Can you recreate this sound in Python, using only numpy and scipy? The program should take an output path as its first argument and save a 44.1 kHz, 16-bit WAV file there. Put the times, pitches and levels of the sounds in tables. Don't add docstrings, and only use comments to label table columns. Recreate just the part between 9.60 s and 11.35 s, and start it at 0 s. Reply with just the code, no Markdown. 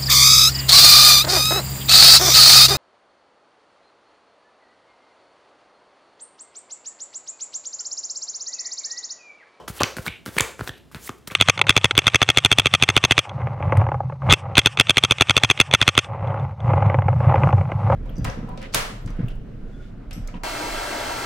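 import sys
import numpy as np
from scipy import signal
from scipy.fft import rfft, irfft
from scipy.io import wavfile
from scipy.ndimage import uniform_filter1d

SR = 44100
rng = np.random.default_rng(int(sys.argv[2]) if len(sys.argv) > 2 else 0)


def wav_record(signal):
    frames = np.transpose(np.atleast_2d(signal))
    bounded = np.clip(frames, -1, 1)
    quanta = np.round(bounded * 32767).astype(np.int16)
    wavfile.write(sys.argv[1], SR, quanta)


def boost_factor(decibels):
    exponent = np.asarray(decibels, float) / 20
    return 10 ** exponent


N = 77175
LEAD_S = 0.12
LONG = N + int(LEAD_S * SR)

# f/Hz, level/dB [per Hz]
HUM_SPECTRUM = [(40, -39), (63, 13.5), (85, -0.5), (200, -0.5), (437, -7), (1190, -19), (4000, -26.5),
                (16000, -38.5)]
HUM_DB = -51.5

# t/s, ring level/dB, ring f/Hz, edge tick level/dB, tick f/Hz
CLAPS = [(-.07, -11, 673, -14, 3020), (-.05, -20.5, 450, -10, 1007), (.2098, -8, 588, -14.5, 2540),
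         (.2111, -11, 777, -14, 1118), (.2170, -11.5, 1330, -13.5, 4470), (.2188, -5.5, 1150, -14, 2680),
         (.2337, -7.5, 4700, -0.5, 5870), (.4797, -17, 2190, -15, 3330), (.481, -12.5, 2264, -37, 2820),
         (.7815, -20, 1900, -39, 2650), (.7838, -5, 2310, -12, 10100), (.7855, -11, 1830, -7, 11100),
         (.7975, -7.5, 3330, -8, 2300), (.8055, -13.5, 1070, -11, 3620), (.8078, -11, 2770, -1.5, 7370),
         (1.4765, -27, 2040, -51, 2390), (1.0934, -18, 3390, -17, 1750), (1.4932, -19.5, 1206, -21, 6850),
         (1.6753, -33, 1310, -20, 6000), (1.7105, -59, 2400, -29, 3460), (1.7125, -28.5, 2380, -43, 1300),
         (1.7165, -29, 1110, -30.5, 2500), (.7988, -26, 3260, -29, 1900), (1.6731, -36, 1320, -30, 9000),
         (1.7203, -30, 1530, -26, 8000), (.8125, -26, 1870, -44, 3000), (.2333, -13.5, 1490, -18, 3080)]
CLAP_CYCLES, CLAP_TICK_CYCLES = 2.7, 3.16
# t/s, ring level/dB, ring f/Hz, edge tick level/dB, tick f/Hz
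TAPS = [(.0785, -23.5, 1420, -29, 9050), (.081, -16, 1270, -20.5, 10000), (.2045, -16, 3080, -23, 8100),
        (.2445, -30, 3530, -33, 4970), (.3677, -19.5, 1510, -18.5, 12000), (.3847, -13.5, 1470, -42, 5040),
        (.4646, -14, 1600, -17.5, 4050), (.4875, -26, 3300, -60, 3520), (.581, -48, 2940, -56, 6600),
        (.6562, -37, 2940, -32, 8700), (.6612, -19.5, 1440, -20, 9400), (.6655, -27, 1316, -55, 4100),
        (.6775, -26.5, 1870, -41, 8060), (.6886, -27.5, 1550, -32, 3560), (.7675, -19, 1720, -26, 3000),
        (.9937, -21, 1480, -31.5, 8050), (1.0075, -28, 1370, -34, 6960), (1.0757, -13, 1590, -20, 3570),
        (1.3146, -34.5, 1200, -46, 9000), (1.3468, -25.5, 1560, -21.5, 3600),
        (1.3605, -30, 1520, -38, 9100), (1.0104, -15.5, 1420, -31.5, 4140), (1.503, -28, 1460, -40, 5000),
        (.0995, -25, 1300, -43, 2301), (.822, -34, 1500, -20, 7100)]
TAP_CYCLES, TAP_TICK_CYCLES = 1.46, 2.4
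RING_TILT = 0.45
BLUNT_HZ = 3600
# f/Hz, level/dB [per Hz]
CRACKLE_SPECTRUM = [(500, -41), (2500, 21), (5000, 9), (9000, 8.5), (16000, -7)]
SPRAY_DB, SPRAY_DB_PER_OCTAVE, SPRAY_MS = -5.5, 4, 0.45
CHATTER = 0.3

# f/Hz, t60/s, level/dB
ROOM_TAIL = [(90, 0.25, -7.5), (200, 0.34, -34), (450, 0.37, -4), (1080, 0.35, -11), (2520, 0.35, -9),
             (3700, 0.39, -12), (6000, 0.45, -12), (12000, 0.32, -12)]
ROOM_ONSET_S = 0.011

# t/s [start], length/s, hiss level/dB, swell [share of length], rustle level/dB
SLIDES = [(0.078, 0.045, -36, 0.12, -38), (0.106, 0.092, -41, 0.85, -43), (0.2, 0.011, -33, 0.64, -23),
          (0.364, 0.058, -41.5, 0.11, -38), (0.404, 0.06, -47, 0.38, -50.5),
          (0.442, 0.046, -36, 0.62, -34.5), (0.659, 0.063, -42, 0.028, -37.5),
          (0.694, 0.12, -40.5, 0.71, -41.5), (0.778, 0.012, -55, 0.41, -17.5), (0.793, 0.17, -42, .08, -31),
          (0.233, 0.15, -46.5, 0.074, -34.5), (0.975, 0.087, -50.5, 0.27, -43.5),
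          (1.02, 0.055, -46.5, 0.46, -49), (1.058, 0.047, -39.5, 0.46, -39), (1.159, 0.029, -57, 0.79, -66),
          (1.315, 0.055, -53, 0.072, -51.5), (1.346, 0.065, -53.5, 0.086, -41),
          (1.372, 0.12, -40, 0.9, -49.5), (1.569, 0.026, -59, 0.62, -76), (1.673, 0.021, -35, 0.11, -37),
          (1.701, 0.053, -47.5, 0.25, -36.5)]
# f/Hz, level/dB [per Hz]
HISS_SPECTRUM = [(1500, -4), (3500, 4.5), (7000, 5), (11000, 5.5), (16000, 3)]
# f/Hz, level/dB [per Hz]
RUSTLE_SPECTRUM = [(400, 4), (700, -2), (1400, 0.5), (2500, -5), (4500, -14)]
GRIT_DB, PATCHY_DB = 1, 0.5

# t/s, level/dB, f/Hz
THUMPS = [(0.0988, -22, 118), (0.2074, -9, 300), (0.221, -19, 90), (0.2347, -16, 200), (0.3719, -22, 294),
          (0.3904, -19.5, 144), (0.3838, -29, 487), (0.39, -28.5, 450), (0.367, -32.5, 450),
          (0.0833, -28, 295), (0.105, -32, 200), (.9932, -31, 483), (.4795, -31, 304), (0.2431, -24.5, 298),
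          (0.4732, -22.5, 169), (0.4948, -27.5, 84), (0.486, -27, 200), (0.6657, -23, 347),
          (0.6789, -23, 200), (0.6893, -25.5, 263), (0.7662, -16.5, 443), (0.77, -21, 177),
          (0.8052, -15, 400), (0.81, -17.5, 104), (0.998, -28, 118), (1.0096, -21.5, 398),
          (1.0157, -19.5, 123), (1.091, -24, 310), (1.0965, -26, 110), (1.350, -26.5, 177),
          (1.363, -28, 129), (1.495, -21, 310), (1.5023, -28.5, 200), (1.677, -30, 200),
          (1.718, -27.5, 170)]
THUMP_WIDTH, REBOUND_DB = 0.17, -3.5

# t/s [start], length/s, level/dB, f/Hz
RASPS = [
    (0.19, 0.027, -35, 2900),
    (0.24, 0.0037, -14.5, 2410),
    (0.47, 0.14, -38.5, 2600),
    (1.078, .009, -34, 5400),
    (1.13, 0.11, -52, 2900),
    (1.348, 0.033, -53, 3600),
    (1.489, 0.015, -36.5, 2750),
    (1.7, 0.014, -37, 1750),
    (.469, 0.014, -28, 1600),
]
RASP_WIDTH, RASP_GRAIN_DB = 0.55, 3.5

# t/s, f/Hz, level/dB
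MOTOR_WHINE = [
    (.9, 13100, -90),
    (.92, 12750, -78),
    (0.952, 12100, -75),
    (.99, 11700, -72),
    (1.11, 11300, -69),
    (1.18, 11330, -70),
    (1.2, 11500, -70),
    (1.22, 11250, -80),
    (1.25, 10650, -78),
    (1.31, 10560, -84),
]

# t/s, f/Hz, level/dB
SQUEAK = [
    (1.425, 6180, -45),
    (1.449, 7340, -38.5),
    (1.465, 9730, -39.5),
    (1.469, 10980, -25.5),
    (1.4723, 12200, -42),
    (1.473, 13700, -27),
    (1.481, 16300, -71),
]

SIDE_DB, SIDE_HZ = -2, 400
TOP_HZ = 15900


def colour(x, points):
    hz, db = np.array(points, float).T
    f = np.log(np.maximum(np.fft.rfftfreq(len(x), 1 / SR), 1))
    corners = np.log(np.r_[hz[0] / 4, hz, hz[-1] * 4])
    gain_db = np.interp(f, corners, np.r_[db[0] - 30, db, db[-1] - 30])
    y = irfft(rfft(x) * boost_factor(gain_db), len(x))
    return y / np.sqrt(np.mean(y ** 2))


def bell(x, hz, step):
    f = np.log(np.maximum(np.fft.rfftfreq(len(x), 1 / SR), 1) / hz)
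    return irfft(rfft(x) * np.clip(1 - np.abs(f) / step, 0, 1), len(x))


def add(track, s, sound):
    i = int((s + LEAD_S) * SR)
    track[i:i + len(sound)] += sound[:LONG - i]


def timeline():
    return np.arange(LONG) / SR - LEAD_S


def glide(points):
    s, hz, _ = np.array(points).T
    return np.sin(2 * np.pi * np.cumsum(np.interp(timeline(), s, hz)) / SR)


def glide_db(points):
    s, _, db = np.array(points).T
    return np.interp(timeline(), s, db, -120, -120)


def hum():
    return boost_factor(HUM_DB) * colour(rng.standard_normal(LONG), HUM_SPECTRUM)


def ring(hz, cycles):
    t = np.arange(900) / SR
    return np.sin(2 * np.pi * hz * t) * np.exp(-t * hz / cycles)


def slaps(table, cycles, tick_cycles):
    out, t = np.zeros(LONG), np.arange(900) / SR
    for s, db, hz, tick_db, tick_hz in table:
        body_rattle, edge_rattle = 1 + CHATTER * 5 * uniform_filter1d(rng.standard_normal((2, 900)), 25)
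        body = ring(hz, cycles * (min(hz, 2400) / 1400) ** RING_TILT) * body_rattle
        tick = ring(tick_hz, tick_cycles * min(1, BLUNT_HZ / tick_hz)) * edge_rattle
        spray = colour(rng.standard_normal(900), CRACKLE_SPECTRUM) * np.exp(-t / (SPRAY_MS / 1000))
        spray_db = SPRAY_DB + SPRAY_DB_PER_OCTAVE * np.log2(min(tick_hz, 6000) / 6000)
        spray *= boost_factor(spray_db) / np.abs(spray).max() * 2
        add(out, s, boost_factor(db) * body + boost_factor(tick_db) * (tick + spray))
    return out


def room(x):
    t = np.arange(int(0.6 * SR)) / SR
    at, t60, db = np.array(ROOM_TAIL).T
    noise = rng.standard_normal(len(t)) * 0.03
    tail = 0
    for hz in 60 * 1.4 ** np.arange(17):
        band_db = np.interp(np.log(hz), np.log(at), db)
        band_t60 = np.interp(np.log(hz), np.log(at), t60)
        tail = tail + bell(noise, hz, np.log(1.4)) * boost_factor(band_db - 60 * t / band_t60)
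    onset = np.clip(t / ROOM_ONSET_S, 0, 1) ** 2
    return signal.fftconvolve(x, tail * onset)[:LONG]


def flicker(k):
    smooth = uniform_filter1d(rng.standard_normal(LONG), k)
    return np.sqrt(k) * uniform_filter1d(smooth, k // 2)


def friction(points):
    out, noise = 0, colour(rng.standard_normal(LONG), points)
    for hz in 200 * 1.5 ** np.arange(12):
        out = out + bell(noise, hz, np.log(1.5)) * boost_factor(PATCHY_DB * flicker(260))
    return out * boost_factor(GRIT_DB * flicker(60))


def slides():
    t, out = timeline(), 0
    hiss, rustle = friction(HISS_SPECTRUM), friction(RUSTLE_SPECTRUM)
    for s, length, db, share, rustle_db in SLIDES:
        peak = s + np.clip(share, 0.03, 0.97) * length
        shape = np.interp(t, [s, peak, s + length], [0, 1, 0]) ** 1.22
        out = out + shape * (boost_factor(db) * hiss + boost_factor(rustle_db) * rustle)
    return out


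def thumps():
    out, t = np.zeros(LONG), np.arange(3000) / SR
    for s, db, hz in THUMPS:
        push = np.exp(-((t * hz - 0.27) / THUMP_WIDTH) ** 2)
        suck = np.exp(-((t * hz - 0.736) / (1.44 * THUMP_WIDTH)) ** 2)
        add(out, s, boost_factor(db) * (push - boost_factor(REBOUND_DB) * suck))
    return out


def rasps():
    t, out = timeline(), 0
    grain = 6 * uniform_filter1d(rng.standard_normal(LONG), size=36)
    noise = rng.standard_normal(LONG) * boost_factor(RASP_GRAIN_DB * grain)
    for s, length, db, hz in RASPS:
        band = bell(noise, hz, RASP_WIDTH)
        shape = np.interp(t, [s, s + 0.052 * length, s + length], [0, 1, 0])
        out = out + boost_factor(db) * band / band.std() * shape
    return out


def whine():
    return glide(MOTOR_WHINE) * boost_factor(glide_db(MOTOR_WHINE) + 1)


def squeak():
    waver = uniform_filter1d(rng.standard_normal(LONG), 22) * 2.7
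    return glide(SQUEAK) * (waver + 0.14) * boost_factor(glide_db(SQUEAK))


def scene():
    cards = slaps(CLAPS, CLAP_CYCLES, CLAP_TICK_CYCLES) + slaps(TAPS, TAP_CYCLES, TAP_TICK_CYCLES)
    cards = cards + slides() + thumps() + rasps() + squeak()
    mid = cards + room(cards) + hum() + whine()
    bass = signal.butter(3, [95, SIDE_HZ], "band", fs=SR, output="sos")
    side = signal.sosfilt(bass, room(cards) + hum() + boost_factor(-44) * cards) * boost_factor(SIDE_DB)
    side = side + boost_factor(-42) * bell(mid, 13300, 0.7)
    return np.array([mid + side, mid - side])[:, -N:]


def roll_off(x):
    return signal.sosfilt(signal.butter(12, 17030, fs=SR, output="sos"), x)


def record(dry):
    x = signal.sosfilt(signal.bessel(4, 62, "high", fs=SR, output="sos", norm="mag"), dry)
    x = signal.sosfilt(signal.butter(2, 38, "high", fs=SR, output="sos"), x)
    x = np.tanh(x ** 3 / 2 + x)
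    x = signal.sosfilt(signal.ellip(6, 0.3, 30, TOP_HZ, fs=SR, output="sos"), x)
    x = signal.sosfilt(signal.ellip(8, 0.3, 70, TOP_HZ + 1050, fs=SR, output="sos"), x)
    return roll_off(x)


dry = scene()
out = record(dry)
wav_record(out)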